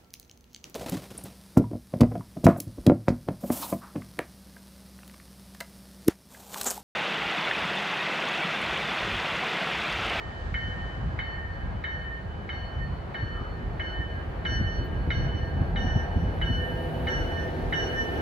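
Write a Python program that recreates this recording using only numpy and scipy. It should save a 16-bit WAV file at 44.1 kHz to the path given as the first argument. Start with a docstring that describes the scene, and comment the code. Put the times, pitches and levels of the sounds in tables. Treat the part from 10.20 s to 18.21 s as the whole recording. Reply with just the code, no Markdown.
"""A commuter train creeps towards an open platform. From the start, over town noise and a breeze that
buffets the microphone, its bell clangs three times every two seconds, echoed by station walls and trees.
As the train brakes, the Doppler shift fades and the bell's pitch sinks. After two seconds the wheels
roll louder, after four the engine's drone rises, and towards the end the rails hiss."""
import sys
import numpy as np
from scipy import signal
from scipy.fft import rfft, irfft, next_fast_len
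from scipy.io import wavfile
from scipy.ndimage import uniform_filter1d, map_coordinates

SR = 44100
rng = np.random.default_rng(int(sys.argv[2]) if len(sys.argv) > 2 else 0)


def persist_wave(psi):
    """Save psi, clipped to +-1, as 16-bit WAV."""
    counts = np.round(np.clip(psi, -1, 1) * 32767).astype(np.int16)
    wavfile.write(sys.argv[1], SR, np.atleast_2d(counts).T)


N = 353241


def undb(db):
    """Amplitude ratio of a level in decibels."""
    return 10 ** (np.asarray(db) / 20)


def unit(x):
    """Normalisation to an rms of one."""
    return x / np.sqrt(np.mean(x ** 2))


def curve(table, column=1):
    """Linear interpolation of a time table at every sample."""
    rows = np.array(table)
    return np.interp(np.arange(N) / SR, rows[:, 0], rows[:, column])


def spectrum(table, column=1):
    """Log-frequency interpolation of a table at N + 1 even steps up to SR / 2."""
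    rows = np.array(table)
    hz = np.arange(N + 1) * SR / (2 * N)
    return np.interp(np.log(hz + 1), np.log(rows[:, 0]), rows[:, column])


def shape(x, response):
    """Filtering as multiplication by a frequency response."""
    size = next_fast_len(N + SR, real=True)
    bins = np.round(np.linspace(0, N, size // 2 + 1)).astype(int)
    return irfft(rfft(x, size) * response[..., bins], size)[..., :N]


def walk(rate):
    """Smooth random modulation through rate knots a second; spread near one."""
    knots = rng.standard_normal(1024)
    steps = np.arange(0, N, 64)
    coarse = map_coordinates(knots, [steps / SR * rate], order=3, mode="wrap")
    return np.interp(np.arange(N), steps, coarse)


def hump(at_s, half_width_s):
    """Gaussian envelope with a peak of one."""
    return np.exp(-((np.arange(N) / SR - at_s) / half_width_s) ** 2)


def decay(t, rise_s, t60_s):
    """Envelope of a damped vibration: smooth onset, exponential decay."""
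    return (1 - np.exp(-(t / rise_s) ** 2)) * np.exp(-np.log(1000) * t / t60_s)


def place(sound, start_s, speed=1):
    """Delay and resampling: speed scales every frequency."""
    out = np.zeros(N)
    first = int(start_s * SR)
    i = np.arange(max(first, 0), min(first + len(sound), N))
    out[i] = map_coordinates(sound, [(i - start_s * SR) * speed], order=3)
    return out


# Microphone ports: f/Hz, phase lead of left/rad, left minus right level/dB
PORT_DIFFERENCES = [(80, -.25, 0), (250, -.35, -2), (500, .8, 1), (1350, 1.25, 1), (1600, 3, -3.5),
                    (1810, 4.55, -1.7), (2150, 5.95, 0), (3000, 5.75, -1), (4330, 6.15, -2),
                    (5770, 7.8, -8), (7500, 2.7, 0), (9400, 0, 0), (11600, -3.1, 0), (14500, -7, 0)]

def from_track(x):
    """Phase and level differences between two ports place a sound down the track."""
    left = np.exp(.5j * spectrum(PORT_DIFFERENCES)) * undb(spectrum(PORT_DIFFERENCES, column=2) / 2)
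    return shape(x, np.array([left, 1 / left]))


def noise(colour, diffuse):
    """Superposition of coloured noise from ahead and a diffuse field, uncorrelated between ports."""
    ahead, left, right = unit(shape(rng.standard_normal((3, N)), undb(spectrum(colour))))
    return unit(from_track(ahead) + diffuse * np.array([left, right]))


# Spectra of town noise and airy hiss: f/Hz, relative level/dB
TOWN_SPECTRUM = [(25, -17.5), (120, -11), (750, 4.5), (1100, 0), (1550, -2.5), (2200, -9.5), (2700, -16.5),
                 (3500, -24), (4500, -27), (7000, -62), (12000, -67)]
AIR_SPECTRUM = [(1500, 12.5), (3300, 11), (4500, 8.5), (5500, 1.5), (7000, -1), (9000, -8), (12000, -41)]

def outdoors(town_db, air_db, rise_from_s, rise_db_per_s):
    """A mostly diffuse field: distant town noise, and a hiss that swells briefly, then grows late on."""
    town = noise(TOWN_SPECTRUM, diffuse=2.4) * undb(town_db + 0.57 * walk(0.92) + 1.04 * walk(11))
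    swell_db = 6.5 * hump(0.27, 0.73)
    rise_db = rise_db_per_s * np.maximum(np.arange(N) / SR - rise_from_s, 0)
    return town + noise(AIR_SPECTRUM, diffuse=2.7) * undb(air_db + swell_db + rise_db)


# Spectra of wind rumble and flapping: f/Hz, relative level/dB
RUMBLE_SPECTRUM = [(15, -51), (30, -21), (40, 5.5), (80, 5.5), (120, -1.5), (185, -6.5), (280, -17.5),
                   (700, -39.5), (3000, -100)]
FLAP_SPECTRUM = [(20, -38), (60, -13), (130, 2.5), (250, -1.5), (400, -14.5), (900, -34), (3000, -100)]
# Strength of the breeze: t/s, relative level/dB
BREEZE_LEVELS = [(0, -40), (.25, -35), (2.7, -35.5), (4.25, -34), (4.5, -30), (5.65, -30), (6.4, -31),
                 (8, -36.5)]
# Eddies striking the microphone: t/s, relative peak level/dB, f/Hz
EDDIES = [(0.32, -29, 150), (0.478, -25, 106), (0.77, -29, 70), (0.933, -26.5, 91), (3.022, -23, 96),
          (3.206, -24, 109), (3.786, -23, 73.5), (4.39, -21.5, 60.6), (4.41, -22.5, 171),
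          (4.865, -19.5, 73.5), (5.139, -20, 78), (5.403, -16, 93), (5.641, -17.5, 86.5),
          (5.754, -15.5, 93), (5.955, -17.5, 80.5), (6.021, -24, 69.4), (6.295, -16, 106)]

def wind(rumble_db, gustiness_db, thump_db, flap_db):
    """Turbulent pressure at the microphone: a gusty rumble, and eddies that thump for a cycle or two."""
    rumble = noise(RUMBLE_SPECTRUM, diffuse=0.26)
    rumble /= np.sqrt(uniform_filter1d(np.mean(rumble ** 2, axis=0), SR // 6))  # even out the power
    rumble *= undb(curve(BREEZE_LEVELS) + rumble_db + gustiness_db * walk(13))
    thumps, gusts = np.zeros((2, N))
    t = np.arange(SR // 5) / SR
    for start, db, hz in EDDIES:
        cycles = hz * t
        swell = undb(db) * (cycles * np.exp(1 - cycles)) ** 2
        thumps += place(swell * np.sin(2 * np.pi * (cycles + rng.random())), start)
        gusts += place(swell ** 1.28, start)  # the strong eddies flap disproportionately more
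    flaps = gusts * noise(FLAP_SPECTRUM, diffuse=0.85)
    return rumble + undb(thump_db) * thumps + undb(flap_db) * flaps


# Bell modes: f/Hz, relative level/dB, T60/s, rise/s, beat/Hz, twin's amplitude ratio (< 0: antiphase)
BELL_MODES = [(1368, -5.5, 0.92, 0.0032, 12, 0.16), (1504, -6, 1.5, 0.0016, 6.7, 0.96),
              (1630, 1.5, 3.9, 0.0025, 12, 0.22), (1652, 11, 0.17, 0.0015, 22, 0.49),
              (1833, 9, 1.81, 0.001, 3.8, 0.096), (2157, 6, 0.091, 0.0013, 85, 0.18),
              (2218, -1.5, 0.086, 0.00071, 130, 1), (2730, -19, 0.58, .003, 4.5, -0.41),
              (3017, 6.5, 1.78, 0.014, 2.1, -0.1), (3006, 23.5, 0.1, 0.019, 2.5, 0.63),
              (3310, -6.5, 0.22, 0.0027, 21, 0.94), (3752, 2.5, 0.23, 0.0077, 29, 0.71),
              (3960, 0.5, 0.058, 0.00035, 26, 0.96), (4368, 1.5, 2, 0.0063, 4.35, -0.65),
              (5822, 7, 1.31, 0.022, 4.54, -0.68), (5930, -3, 0.45, 0.0082, 45, 0.81),
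              (6160, -14, 1, .01, 27, 0.68), (7600, -9, 0.69, 0.0087, 46, 0.81)]
# The bell's low, main, clank, upper, ping, high and top tones: f/Hz
BELL_TONES = (1645, 1831, 2170, 3015, 3735, 4365, 5844)
# Band around the main tone: f/Hz, share subject to ground interference
MAIN_BAND = [(1715, 0), (1755, 1), (1885, 1), (1940, 0)]

def clang(tones_db, beat_scatter=0.13, waver_db=5.0, rough_rad=.9, rough_below_hz=1700):
    """Modal vibration after one stroke: each damped mode beats with a twin of nearby frequency."""
    t = np.arange(int(.75 * SR)) / SR
    ring = np.zeros(len(t))

    def jitter(rate):
        return map_coordinates(rng.standard_normal(64), [t * rate], order=2, mode="wrap")

    for hz, db, t60, rise, beat_hz, twin in BELL_MODES:
        stroke_db = np.interp(hz, BELL_TONES, tones_db)
        # as the train moves, the side modes waver on their own, more as they age
        side_share = 1 - np.interp(hz, *np.array(MAIN_BAND).T)
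        path_db = waver_db * np.tanh(jitter(22)) * np.minimum(t / 0.18, 1) * side_share
        phase = 2 * np.pi * hz * t + (rough_rad * jitter(70) if hz < rough_below_hz else 0)
        twin_lag = 2 * np.pi * beat_hz * (1 + beat_scatter * rng.standard_normal()) * t
        pair = np.sin(phase) + twin * np.sin(phase - twin_lag)
        ring += undb(db + stroke_db + path_db) * decay(t, rise, t60) * pair
    return ring * np.interp(t, [0, .66, .72], [1, 1, 0])  # the next blow checks the old ring


def echoes(x, t60_s, build_s):
    """Reverberation: convolution with dense, decaying reflections, different in each port."""
    t = np.arange(SR) / SR
    tail = rng.standard_normal((2, SR)) * np.exp(-np.log(1000) * t / t60_s) * (1 - np.exp(-t / build_s))
    tail /= np.sqrt(np.sum(tail ** 2) / 2)
    return signal.fftconvolve(x[None], tail, axes=1)[:, :N]


# Swells and dropouts of the main tone: t/s, level change/dB, half-width/s
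INTERFERENCE = [(.49, -5, .035), (0.873, -6, 0.15), (1.51, -8, 0.063), (1.81, -5, 0.033), (1.96, 3, 0.06),
                (2.14, -15, .1), (2.4, -6, 0.027), (2.545, -1, 0.03), (2.627, 12.5, .04), (3.064, -4, .035),
                (3.26, -19, 0.053), (3.7, -9, 0.041), (3.812, 8, 0.036), (4.1, -3, 0.13),
                (4.495, 4.5, 0.17), (4.61, -7, 0.027), (4.964, -13, 0.034), (5.108, -15, .018),
                (5.19, -7, .018), (5.268, 5, .05), (5.656, -9, 0.016), (5.873, 4.5, 0.031),
                (6.116, -4, 0.1), (6.248, -11, 0.027), (6.355, -16, 0.028), (6.472, 6, 0.043),
                (7.063, -11, 0.039), (7.223, 5.5, 0.07), (7.335, -7, 0.047), (7.68, -14, .04),
                (7.798, 9, 0.024), (7.967, 2.5, 0.029)]

def ground_bounce(x):
    """Interference, as a varying gain: the ground reflection reinforces or cancels the main tone."""
    change_db = sum(db * hump(at, width) for at, db, width in INTERFERENCE)
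    return x + (undb(change_db) - 1) * shape(x, spectrum(MAIN_BAND))


# Clapper strokes: t/s, then relative level/dB at each of the seven BELL_TONES
BELL_STROKES = [(0.341, -45.5, -41, -36, -48.5, -61, -64.5, -77),
                (0.9887, -48, -41.5, -35.5, -49.5, -53.5, -59.5, -84),
                (1.639, -45, -40.5, -38, -49.5, -48.5, -63.5, -78),
                (2.291, -50.5, -47.5, -40.5, -48.5, -56, -56, -76),
                (2.9434, -46.5, -43.5, -43, -51, -56, -58, -78),
                (3.5955, -45.5, -44, -38.5, -47.5, -63, -61, -73.5),
                (4.2501, -42.5, -45, -37.5, -43, -52, -52, -60),
                (4.9035, -43.5, -44, -33.5, -46, -44.5, -51, -62),
                (5.5586, -43, -39.5, -40, -44, -41.5, -56, -57.5),
                (6.2134, -41.5, -40, -40, -40.5, -51, -56, -66.5),
                (6.869, -39, -36.5, -37, -42.5, -49, -52, -54.5),
                (7.5243, -39, -35.5, -35, -40.5, -44, -56, -53)]
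# Spectra of the clapper's knock and its bright edge: f/Hz, relative level/dB
KNOCK_SPECTRUM = [(600, -36), (1400, 5), (2100, 5.5), (2750, -14.5), (3900, -16), (5100, -29), (6000, -36),
                  (7200, -45), (12000, -81)]
CLICK_SPECTRUM = [(2500, -15), (4200, 1), (5500, -4), (7000, -17), (12000, -53)]

def bell(sink_per_s, flutter_db, station_db, trees_db, trees_sink, trees_cutoff_hz, knock_db, click_db):
    """Impacts ring the bell; its Doppler shift fades with braking and is smaller towards the trees."""
    earlier = (2 * BELL_STROKES[0][0] - BELL_STROKES[1][0], *BELL_STROKES[0][1:])  # already ringing
    direct, aside, knocks, clicks = np.zeros((4, N))
    blow = decay(np.arange(SR // 3) / SR, rise_s=.0006, t60_s=.11)
    for start, *tones_db in [earlier, *BELL_STROKES]:
        _, _, clank_db, _, _, high_db, _ = tones_db
        ring = clang(tones_db)
        speed = 1 - sink_per_s * start
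        direct += place(ring, start, speed)
        knocks += place(undb(clank_db) * blow, start)
        clicks += place(undb(high_db) * blow, start)
        for slant in 2 * rng.random(4):  # four oblique paths, each lower in pitch
            aside += place(ring, start, speed - trees_sink * slant)
    direct *= undb(flutter_db * walk(8.3))  # moving air makes the level flutter
    knock = undb(knock_db) * knocks * noise(KNOCK_SPECTRUM, diffuse=0.93)
    click = undb(click_db) * clicks * noise(CLICK_SPECTRUM, diffuse=0.83)
    station = undb(station_db) * echoes(direct, t60_s=0.14, build_s=0.007)
    dulled = signal.sosfilt(signal.butter(2, trees_cutoff_hz, fs=SR, output="sos"), aside)
    trees = undb(trees_db) * echoes(dulled, t60_s=1.0, build_s=0.0043)
    return knock + click + ground_bounce(from_track(direct) + station + trees)


# The approach: t/s, relative wheel level/dB, relative engine level/dB
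APPROACH_LEVELS = [(0, -51, -55), (2.1, -49.5, -54.5), (3.7, -45, -57), (5.3, -41.5, -43.5),
                   (6.2, -41, -39.5), (6.7, -37.5, -34.5), (8, -35, -38)]
# Rolling noise: f/Hz, relative level/dB
WHEEL_SPECTRUM = [(25, -37), (100, 0), (200, -7), (360, 2.5), (520, -2.5), (830, -7), (1050, -18),
                  (2000, -20.5), (4000, -34), (9000, -76.5)]
# Engine drone: f/Hz, relative level/dB, bandwidth/Hz
ENGINE_BANDS = [(80.9, -2, 8), (159.5, -5, 18), (238.3, -7, 25), (362.6, -12, 45), (498.6, -4, 18),
                (669, -7.5, 60), (798, -16.5, 80), (915, -14, 55)]

def train(wheel_db, engine_db):
    """Broadband wheel noise and narrowband engine drone grow louder as the distance shrinks."""
    wheels = noise(WHEEL_SPECTRUM, diffuse=0.92) * undb(curve(APPROACH_LEVELS) + wheel_db + walk(6))
    drone = np.zeros(N)
    for hz, db, width in ENGINE_BANDS:
        phase = 2 * np.pi * hz * np.arange(N) / SR
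        drone += undb(db) * (walk(width) * np.sin(phase) + walk(width) * np.cos(phase))
    return wheels + from_track(drone * undb(curve(APPROACH_LEVELS, column=2) + engine_db))


# Small nearby ticks and soft swells: t/s, peak level/dB, f/Hz, half-width/s
NEAR_TICKS = [(0.114, -48.5, 2300, 0.0039), (4.655, -65, 13400, 0.011)]
SOFT_SWELLS = [(3.21, -45.5, 1270, 0.12), (5.72, -40.5, 760, 0.33)]

def ticks_and_swells():
    """Amplitude-modulated narrowband noise: a short envelope gives a tick, a long one a swell."""
    out = np.zeros((2, N))
    for at, db, hz, width in [*NEAR_TICKS, *SOFT_SWELLS]:
        band = [(hz / 2, -100), (hz / 1.25, -10), (hz, 0), (hz * 1.25, -10), (hz * 2, -100)]
        out += undb(db) * hump(at, width) * noise(band, diffuse=0.31)
    return out


# Hiss of the rails: f/Hz, relative level/dB
RAIL_SPECTRUM = [(3000, 3.5), (7000, -24.5), (9000, -5.5), (9750, 2), (11000, -2), (13300, 2), (15000, -10)]

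def rails(start_db, rise_db_per_s):
    """As waveguides, the rails carry a hiss ahead of the train; it grows steadily and flares twice."""
    level_db = start_db + rise_db_per_s * np.arange(N) / SR
    flares_db = 8.5 * hump(6.67, 0.49) + 7.5 * hump(8.0, 0.67)
    return noise(RAIL_SPECTRUM, diffuse=0.04) * undb(level_db + flares_db + .8 * walk(25))


def scene():
    """Linear superposition of all sources at the platform."""
    return (outdoors(town_db=-44.0, air_db=-61.5, rise_from_s=5.46, rise_db_per_s=3.5)
            + wind(rumble_db=1.0, gustiness_db=2.5, thump_db=-1.0, flap_db=-3)
            + bell(sink_per_s=.00178, flutter_db=1.5, station_db=-11.5, trees_db=-12.5,
                   trees_sink=0.00501, trees_cutoff_hz=3950, knock_db=3.5, click_db=-5)
            + train(wheel_db=1.5, engine_db=-1.5)
            + ticks_and_swells()
            + rails(start_db=-81, rise_db_per_s=1.59))


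def record(dry):
    """Band limiting: the phone passes 22 Hz to 15.1 kHz."""
    low_cut = signal.butter(2, 22, "high", fs=SR, output="sos")
    top_cut = signal.ellip(8, .2, 70, 15100, fs=SR, output="sos")
    return signal.sosfilt(top_cut, signal.sosfilt(low_cut, dry))


dry = scene()
out = record(dry)
persist_wave(out)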